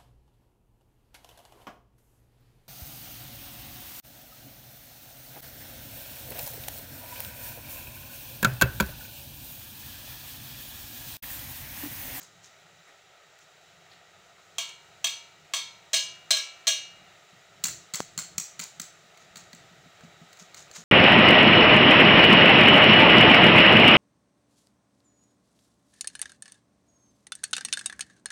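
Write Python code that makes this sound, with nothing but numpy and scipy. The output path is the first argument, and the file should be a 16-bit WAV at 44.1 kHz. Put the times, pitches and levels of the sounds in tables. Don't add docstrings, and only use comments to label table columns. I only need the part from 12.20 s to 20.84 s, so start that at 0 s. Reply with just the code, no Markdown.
import sys
import numpy as np
from scipy import signal
from scipy.fft import rfft, irfft, next_fast_len
from scipy.io import wavfile
from scipy.ndimage import uniform_filter1d, map_coordinates

SR = 44100
rng = np.random.default_rng(int(sys.argv[2]) if len(sys.argv) > 2 else 0)


def makeup_ratio(level_db):
    decades = np.asarray(level_db, float) / 20
    return 10 ** decades


def transcribe(signal):
    frames = np.atleast_2d(signal).T
    limited = np.clip(frames, -1, 1)
    pcm = np.round(limited * 32767).astype(np.int16)
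    wavfile.write(sys.argv[1], SR, pcm)


N = 381004

# time_s, burner_db
BURNER = [(0, -57), (2.7, -56.5), (4.8, -55), (6.5, -55.5), (8.0, -54.5), (8.64, -55)]
# time_s, rumble_db
HANDLING = [(0, -65.5), (.8, -71.5), (2.7, -66.5), (4.5, -72), (4.85, -60.5), (5.2, -72), (5.5, -54),
            (5.7, -71), (6, -57), (6.45, -67.5), (7.1, -63), (8.64, -65)]
# frequency_hz, density_db
RUMBLE = [(15, -66), (25, -18), (65, -15.5), (92, -3), (124, -4.5), (167, 1.5), (243, -19.5), (350, -8.5),
          (460, -27), (770, -120)]
# frequency_hz, density_db
FLAME = [(180, -23), (300, -13.5), (318, -11), (395, -2.5), (519, -5), (683, 3), (1070, -11.5), (1270, 1),
         (1590, -5), (1740, -6), (1890, 0), (2020, -4), (2980, -7), (3750, -9.5), (4600, -18), (5980, -31),
         (10100, -120)]
# frequency_hz, density_db
STEAM = [(2590, -19), (4400, -1.5), (5460, -0.5), (7320, 1.5), (8270, -7.5), (9280, -15), (11100, -9),
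         (12800, -16), (14100, -25), (14600, -1), (15400, -8.5), (16000, -20), (16500, -24)]
# frequency_hz, width_hz, level_db
JET = [(3850, 170, 0)]
STEAM_DB, STEAM_FOLLOWS = -63, 0.33

# start_s, clack_db, landing_db, sliding_db
TAPS = [(1.187, -48, -60, -47), (5.439, -9, -16, -25), (5.737, -16.5, -17.5, -24.5),
        (5.9767, -16.5, -21.5, -27.5), (6.1802, -11, -20, -31), (6.3928, -23.5, -25, -26.5),
        (6.5971, -20.5, -25.5, -35.5), (6.9733, -43.5, -60, -45), (7.1568, -32, -35, -38),
        (7.3296, -34.5, -34.5, -47), (7.8076, -49, -62, -49), (8.1704, -44, -44, -34),
        (8.344, -32.5, -43, -32), (8.512, -36.5, -49, -35)]
# start_s, peak_db
SKIPS = [
    (5.452, -19),
    (5.4826, -22.5),
    (5.7436, -18),
    (5.987, -20.5),
    (6.398, -21.5),
    (7.1684, -32.5),
    (8.1285, -39),
    (8.549, -39),
    (8.558, -38),
]
# start_s, peak_db
TICKS = [
    (.0135, -45),
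    (0.0297, -35.5),
    (5.467, -17.5),
    (6.22, -30),
    (6.437, -24.5),
]
# start_s, peak_db
TILTS = [
    (0.001, -38.5),
    (.028, -41),
    (.2289, -39.5),
    (8.3944, -38),
    (8.548, -27),
    (8.5742, -36),
]
# start_s, peak_db, centre_hz, rise_s, t60_s
SETTLING = [
    (.67, -42, 2130, 0.012, 0.15),
    (1.709, -43.5, 4400, 0.0074, 0.19),
    (2.18, -41.5, 1440, 0.0042, 0.073),
    (8.5, -38, 613, 0.0046, 0.061),
]
# start_s, peak_db, pitch_hz
STRAYS = [
    (.003, -39, 5200),
    (.0285, -37, 5150),
    (.0455, -35, 7400),
    (0.245, -34, 5700),
    (.2605, -34, 6400),
    (7.8085, -37, 1500),
]
# frequency_hz, width_hz, level_db
BOWL = [(1310, 310, -5), (2110, 400, -3.5), (4380, 480, 0), (6350, 1460, -1.5), (7590, 500, 4),
        (9080, 840, -12), (11440, 650, -12), (14900, 1750, -7)]
FLIGHT_S = 0.018
SOFT_RING_DB, HARD_DB = (-6.5, -3), -28  # (low, middle) ring of a soft tap; taps above HARD_DB brighten
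BRIGHTEN = (0.62, 0.47)
SKIP_RING_DB, LANDING_RING_DB = (-8, -5.5), (-21, -21)
SLIDE_HZ, SLIDE_HZ_PER_DB, SLIDE_RISE_S, SLIDE_T60_S = 6770, 40, 0.011, 0.17
TRICKLE_DB, TRICKLE_T60_S = -24, 0.97
STRAY_CYCLES = 13

# start_s, peak_db, glance (0 square to 1 grazing)
KNOCKS = [(2.3826, -28.5, 0.045), (2.4135, -46, .6), (2.4894, -49, 0.52), (2.8427, -25.5, 0.16),
          (2.8685, -33, 0.57), (3.336, -27, 0.09), (3.3435, -33, .3), (3.3634, -32, 1),
          (3.7316, -25.5, 0.18), (3.7408, -24, 0.13), (3.7655, -28.5, .8), (4.1063, -21, 0.024),
          (4.1116, -27.5, 0.14), (4.1693, -31, .9), (4.4692, -24.5, 0.13), (4.4767, -21.5, 0.34)]
# first_spot_db, second_spot_db, t60_s
STEEL = [(-33.0, -22.0, 0.44), (-22, -22, 0.25), (-34.0, -47.0, 1.5), (-32.0, -31.0, 1.1),
         (-25.0, -29.0, 0.61), (-33.0, -37.0, 1.5), (-23.0, -23.0, 0.59), (-20.0, -22.0, 0.57),
         (-13.0, -14.0, 0.54), (-22.0, -20.0, 0.72), (-25.0, -26.0, 0.54), (-27.0, -23.0, 0.66),
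         (-17.0, -19.0, 0.42), (-25.0, -29.0, 0.56), (-13.0, -12.0, 0.65), (-14.0, -20.0, 0.52),
         (-13.0, -9.0, 0.38), (-19.0, -14.0, 0.42), (-16.0, -16.0, 0.44), (-8.0, -9.0, 0.41),
         (-24.0, -19.0, 0.53), (-9.0, -14.0, 0.36), (-19.0, -12.0, 0.47), (-17.0, -19.0, 0.5),
         (-15.0, -9.0, 0.34), (-20.0, -19.0, 0.55), (-18.0, -21.0, 0.57), (-13.0, -10.0, 0.37),
         (-17.0, -26.0, 0.39), (-11.0, -12.0, 0.42),
         (-21, -19, 0.4), (-19, -21, 0.5), (-20, -15, 0.39), (-24, -21, 0.49), (-44, -27, 0.56),
           (-30, -22, 0.41), (-33, -19, 0.41), (-23, -13, 0.44), (-17, -12, 0.4), (-25, -23, 0.44),
           (-20, -16, 0.41), (-21, -9, 0.33), (-15, -13, 0.44), (-21, -23, 0.56), (-22, -12, 0.38),
           (-21, -17, 0.45), (-17, -19, 0.42), (-25, -19, 0.41), (-20, -26, 0.5), (-25, -22, 0.44),
           (-23, -25, 0.42), (-22, -22, 0.43), (-27, -22, 0.41), (-24, -23, 0.37), (-22, -14, 0.37),
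           (-30, -32, 0.56), (-21, -26, 0.37), (-22, -23, 0.35), (-21, -19, 0.35), (-29, -38, 0.42)]
STEEL_LOW_HZ = [622, 668, 929, 1023, 1125, 1336, 1653, 2211, 2270, 2328, 2405, 2639, 2672, 2752, 2854, 3061, 3106,
                3168, 3254, 3282, 3373, 3648, 3703, 3755, 3928, 4102, 4130, 4174, 4346, 4417]
STEEL_HIGH_HZ = [4768, 5030, 5062, 5117, 5278, 5343, 5388, 5450, 5742, 5840, 5869, 5899, 6094, 6186, 6280,
                 6392, 6424, 6628, 6712, 6835, 7496, 7522, 7548, 7580, 7638, 7681, 8115, 8170, 8278, 9078]
# frequency_hz, density_db
CLANG = [(150, -62), (250, -42), (644, -13), (823, -55), (1110, -3), (1490, -23), (1600, -6), (1780, -12.5),
         (2200, -2), (4060, -6), (4750, -10), (6290, -1.5), (12200, -17.5), (15100, -6), (16500, -32)]
# frequency_hz, width_hz, level_db
GRIPPED_FIRST = [(668, 89, -13), (1120, 88, -12), (1660, 86, -10), (2270, 99, -7), (2660, 91, -6),
                 (3280, 80, 1), (3770, 97, -3), (4430, 87, -6), (4780, 78, -12), (6080, 130, 0),
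                 (7640, 180, -9), (8050, 98, -9)]
# frequency_hz, width_hz, level_db
GRIPPED_SECOND = [(662, 32, -11), (1660, 25, -8), (3280, 150, -7), (3770, 44, -3), (4170, 81, 0),
                  (5040, 48, -10), (5460, 30, -9), (6260, 120, -2), (6650, 33, -5), (6850, 26, -5),
                  (7630, 34, -5), (8180, 31, -9)]
SECOND_SPOT_S = 3.6
SQUARE_DB = (6, -1, 7)
GRAZE_DB = (-30, 0.5, -2.5)
LINGER_DB, TO_ROOM = -4, 0.32
SWELL_S, LOW_DAMPING = 0.011, 0.79

# start_s, peak_db
THUDS = [(4.814, -53), (5.129, -49), (5.437, -40), (5.739, -33), (5.799, -45), (5.978, -38), (6.18, -32.5),
         (6.394, -41.5), (6.597, -43.5), (6.838, -53.5), (7.014, -59.5), (7.163, -48.5), (7.334, -44.5),
         (7.51, -49), (7.66, -45), (7.835, -40), (8.015, -39.5), (8.213, -45), (8.579, -40.5)]
THUD_HZ, THUD_T60_S = 169.5, 0.21
FIRM_DB, SHORTER_PER_DB = -40, 0.36
POP_S, POP_DB, PUSH_S, RELEASE_S = 5.8038, -13.5, 0.00055, 0.0012

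# frequency_hz, t60_s
KITCHEN = [(150, 1), (800, 0.14), (2000, 0.36), (6000, 0.39), (10000, 0.28), (15000, 0.24)]
# frequency_hz, level_db
MICROPHONE = [(8500, -2), (12600, -7.5), (14500, -10.5), (15750, -2), (15950, -24), (16900, -34)]
TOP_HZ = 16900


def unit(x):
    return x / np.sqrt(np.mean(x ** 2) + 1e-20)


def along(points, hz):
    f, v = np.transpose(points)
    return np.interp(np.log(hz + 1), np.log(f + 1), v)


def curve(rows):
    return np.interp(np.arange(N) / SR, *np.transpose(rows))


def seconds(length):
    return np.arange(int(length * SR)) / SR


def filtered(x, response):
    m = next_fast_len(len(x) + 4096)
    return irfft(rfft(x, m) * response(np.fft.rfftfreq(m, 1 / SR)), m)[:len(x)]


def resonances(peaks):
    def response(f):
        total = 0
        for k, (centre, width, db) in enumerate(peaks):
            damping = 1j * f * width
            total = total + (-1) ** k * makeup_ratio(db) * damping / (centre * centre - f * f + damping)
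        return total
    return response


def noise(size, spectrum):
    return unit(filtered(rng.standard_normal(size), lambda hz: makeup_ratio(along(spectrum, hz))))


def wobble(rate):
    return map_coordinates(rng.standard_normal(int(N * rate / SR) + 4), [np.arange(N) * rate / SR])


def add(track, s, sound):
    part = track[max(round(s * SR), 0):][:len(sound)]
    part += sound[:len(part)]


def in_kitchen(dry, wet_db, gap=0.0023):
    hz, t, z = signal.stft(rng.standard_normal(SR // 2), SR, nperseg=256)
    decay = makeup_ratio(-60 * t / along(KITCHEN, hz)[:, None])
    tail = signal.istft(z * decay, SR, nperseg=256)[1]
    tail = tail * (1 - np.exp(-np.arange(len(tail)) / (gap * SR)))
    wet = signal.fftconvolve(dry, makeup_ratio(wet_db) * tail / np.linalg.norm(tail))
    add(wet, 0, dry)
    return wet


def patchy(spectrum, patchy_db):
    z = signal.stft(noise(N, spectrum), nperseg=512)[2]
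    field = uniform_filter1d(rng.standard_normal(z.shape), size=10, axis=1)
    field = uniform_filter1d(field, size=4, axis=0)
    return unit(signal.istft(z * makeup_ratio(patchy_db * unit(field)), nperseg=512)[1][:N])


def stove():
    rumble_db, flame_db = curve(HANDLING), curve(BURNER)
    steam_db = STEAM_DB + STEAM_FOLLOWS * (flame_db - flame_db.mean())
    rumble = makeup_ratio(rumble_db + 3.5 * wobble(12)) * noise(N, RUMBLE)
    flame = makeup_ratio(flame_db + 0.6 * wobble(12)) * patchy(FLAME, patchy_db=0.6)
    steam = makeup_ratio(steam_db + 0.4 * wobble(6)) * patchy(STEAM, patchy_db=0.5)
    jets = makeup_ratio(flame_db - 10.5) * unit(filtered(rng.standard_normal(N), resonances(JET)))
    return rumble + flame + jets + steam


def slides():
    rows = [(s, db, SLIDE_HZ) for s, db in TILTS]
    for s, tap_db, _, db in TAPS:
        hz = SLIDE_HZ + SLIDE_HZ_PER_DB * max(tap_db - HARD_DB, 0)
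        rows.append((s + FLIGHT_S, db, hz))
    return [(*row, SLIDE_RISE_S, SLIDE_T60_S) for row in rows]


def grains():
    out, t = np.zeros(N), seconds(0.34)
    for s, db, hz, rise, t60 in slides() + SETTLING:
        fine_db = -18 - 25 * (hz < 5000)
        lumps = unit(uniform_filter1d(rng.standard_normal(len(t)), size=70))
        ticks = rng.standard_normal(len(t)) * makeup_ratio(2.8 * lumps)
        bands = [(0.19 * hz, 0.25 * hz, -12), (0.59 * hz, 0.25 * hz, -9),
                 (hz, 0.15 * hz, 0), (15000, 1000, fine_db)]
        hiss = filtered(ticks, resonances(bands))
        hiss = filtered(hiss, lambda f: makeup_ratio(-9 * np.exp(-((f - 1.58 * hz) / (0.62 * hz)) ** 2)))
        decay = makeup_ratio(-60 * t / t60) + makeup_ratio(TRICKLE_DB - 60 * t / TRICKLE_T60_S)
        swell = 1 - np.exp(-t / abs(rise))
        add(out, s, makeup_ratio(db - 5.5) * decay * swell * unit(hiss))
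    return out


def strays():
    out, t = np.zeros(N), seconds(0.02)
    for s, db, hz in STRAYS:
        click = makeup_ratio(db - 60 * t * hz / STRAY_CYCLES) * np.sin(2 * np.pi * hz * t)
        add(out, s, in_kitchen(click, wet_db=-2))
    return out


def contacts():
    rows = []
    for s, db, landing_db, _ in TAPS:
        ring_db = np.array(SOFT_RING_DB) - max(db - HARD_DB, 0) * np.array(BRIGHTEN)
        rows.append((s, db, *ring_db))
        rows.append((s + FLIGHT_S, landing_db, *LANDING_RING_DB))
    rows += [(s, db, *LANDING_RING_DB) for s, db in TICKS]
    return rows + [(s, db, *SKIP_RING_DB) for s, db in SKIPS]


def bowl():
    out, t = np.zeros(N), seconds(0.06)
    for s, db, low_db, middle_db in contacts():
        blow = rng.standard_normal(len(t)) * makeup_ratio(-60 * t / 0.024) * (1 - np.exp(-t / 0.00094))
        parts = [filtered(blow, resonances(part)) for part in (BOWL[:2], BOWL[2:3], BOWL[3:])]
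        low, middle, high = [part / np.abs(part).max() for part in parts]
        clack = makeup_ratio(low_db) * low + makeup_ratio(middle_db) * middle + high
        add(out, s, in_kitchen(makeup_ratio(db) * clack, wet_db=-8, gap=0.018))
    return out


def ring(modes, db, scatter_db):
    size, turn = rng.standard_normal(len(db)), rng.random(len(db))
    return np.imag((makeup_ratio(db + scatter_db * size) * np.exp(2j * np.pi * turn)) @ modes)


def pot():
    out, t = np.zeros(N), seconds(0.7)
    hz = np.array(STEEL_LOW_HZ + STEEL_HIGH_HZ)
    low, high = hz < 1900, hz > 4600
    first_db, second_db, heard_t60 = np.transpose(STEEL)
    heard_t60 = heard_t60 * np.where(low, LOW_DAMPING, 1)
    t60 = heard_t60 * np.clip(heard_t60 / 0.61, 0.45, 1)
    early = makeup_ratio(-60 * t / t60[:, None]) * np.sqrt(heard_t60 / t60)[:, None]
    late = makeup_ratio(LINGER_DB - 60 * t / heard_t60[:, None])
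    modes = (early + late) * np.exp(2j * np.pi * hz[:, None] * t)
    swell = 1 - 0.75 * np.exp(-t / SWELL_S)
    contact = 1 - np.exp(-t / 0.0007)
    for s, db, glance in KNOCKS:
        low_db, high_db, clang_db = np.array(SQUARE_DB) + np.clip(glance, 0, 1) * np.array(GRAZE_DB)
        spot_db, gripped = (second_db, GRIPPED_SECOND) if s > SECOND_SPOT_S else (first_db, GRIPPED_FIRST)
        steel = ring(modes, spot_db + low * low_db + high * high_db, scatter_db=1.5) * swell
        chatter = rng.standard_normal(len(t)) * makeup_ratio(-60 * t / 0.035)
        chatter[8] = 5
        thunk = filtered(chatter, resonances(gripped))
        clang = noise(len(t), CLANG) * (makeup_ratio(-2.5 - 60 * t / 0.051) + makeup_ratio(-20 - 60 * t / 0.24))
        clang = clang + makeup_ratio(7.5) * thunk / np.abs(thunk).max()
        blow = makeup_ratio(db) * (makeup_ratio(-2) * TO_ROOM * steel + makeup_ratio(clang_db) * clang) * contact
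        add(out, s, makeup_ratio(db - 2.5) * (1 - TO_ROOM) * steel * contact)
        add(out, s, in_kitchen(blow, wet_db=-4))
    return out


def thuds():
    out, t = np.zeros(N), seconds(0.16)
    for s, db in THUDS:
        t60 = THUD_T60_S / (1.5 + SHORTER_PER_DB * max(db - FIRM_DB, 0))
        rub = noise(len(t), [(60, -29), (110, -8), (230, 21.0), (400, -29.0)])
        bump = np.sin(2 * np.pi * THUD_HZ * t) + 0.51 * rub
        add(out, s, makeup_ratio(db - 60 * t / t60) * (1 - np.exp(-t / 0.0026)) * bump)
    return out


def pop():
    t = seconds(0.03)
    after = np.maximum(t - PUSH_S, 0) / RELEASE_S
    press = -np.minimum(2 * t / PUSH_S, 1)
    rebound = 0.43 * (1 - 0.37 * after) * np.exp(-0.55 * after)
    pressure = np.where(t < PUSH_S, press, rebound)
    pressure = pressure + filtered(pressure, resonances([(6200, 960, 9.8), (15000, 2170, 1.2)]))
    pressure = filtered(pressure, lambda f: 1j * f / (90 + 1j * f))
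    out = np.zeros(N)
    add(out, POP_S, makeup_ratio(POP_DB) * pressure)
    return out


def scene():
    return (stove() + grains() + strays() + bowl() + pot() + thuds() + pop())[None]


def band_limit(x):
    return signal.sosfilt(signal.butter(12, 17030, fs=SR, output="sos"), x)


def record(dry):
    heard = filtered(dry[0], lambda hz: makeup_ratio(along(MICROPHONE, hz)) * (hz < TOP_HZ))
    return band_limit(heard[None])


dry = scene()
out = record(dry)
transcribe(out)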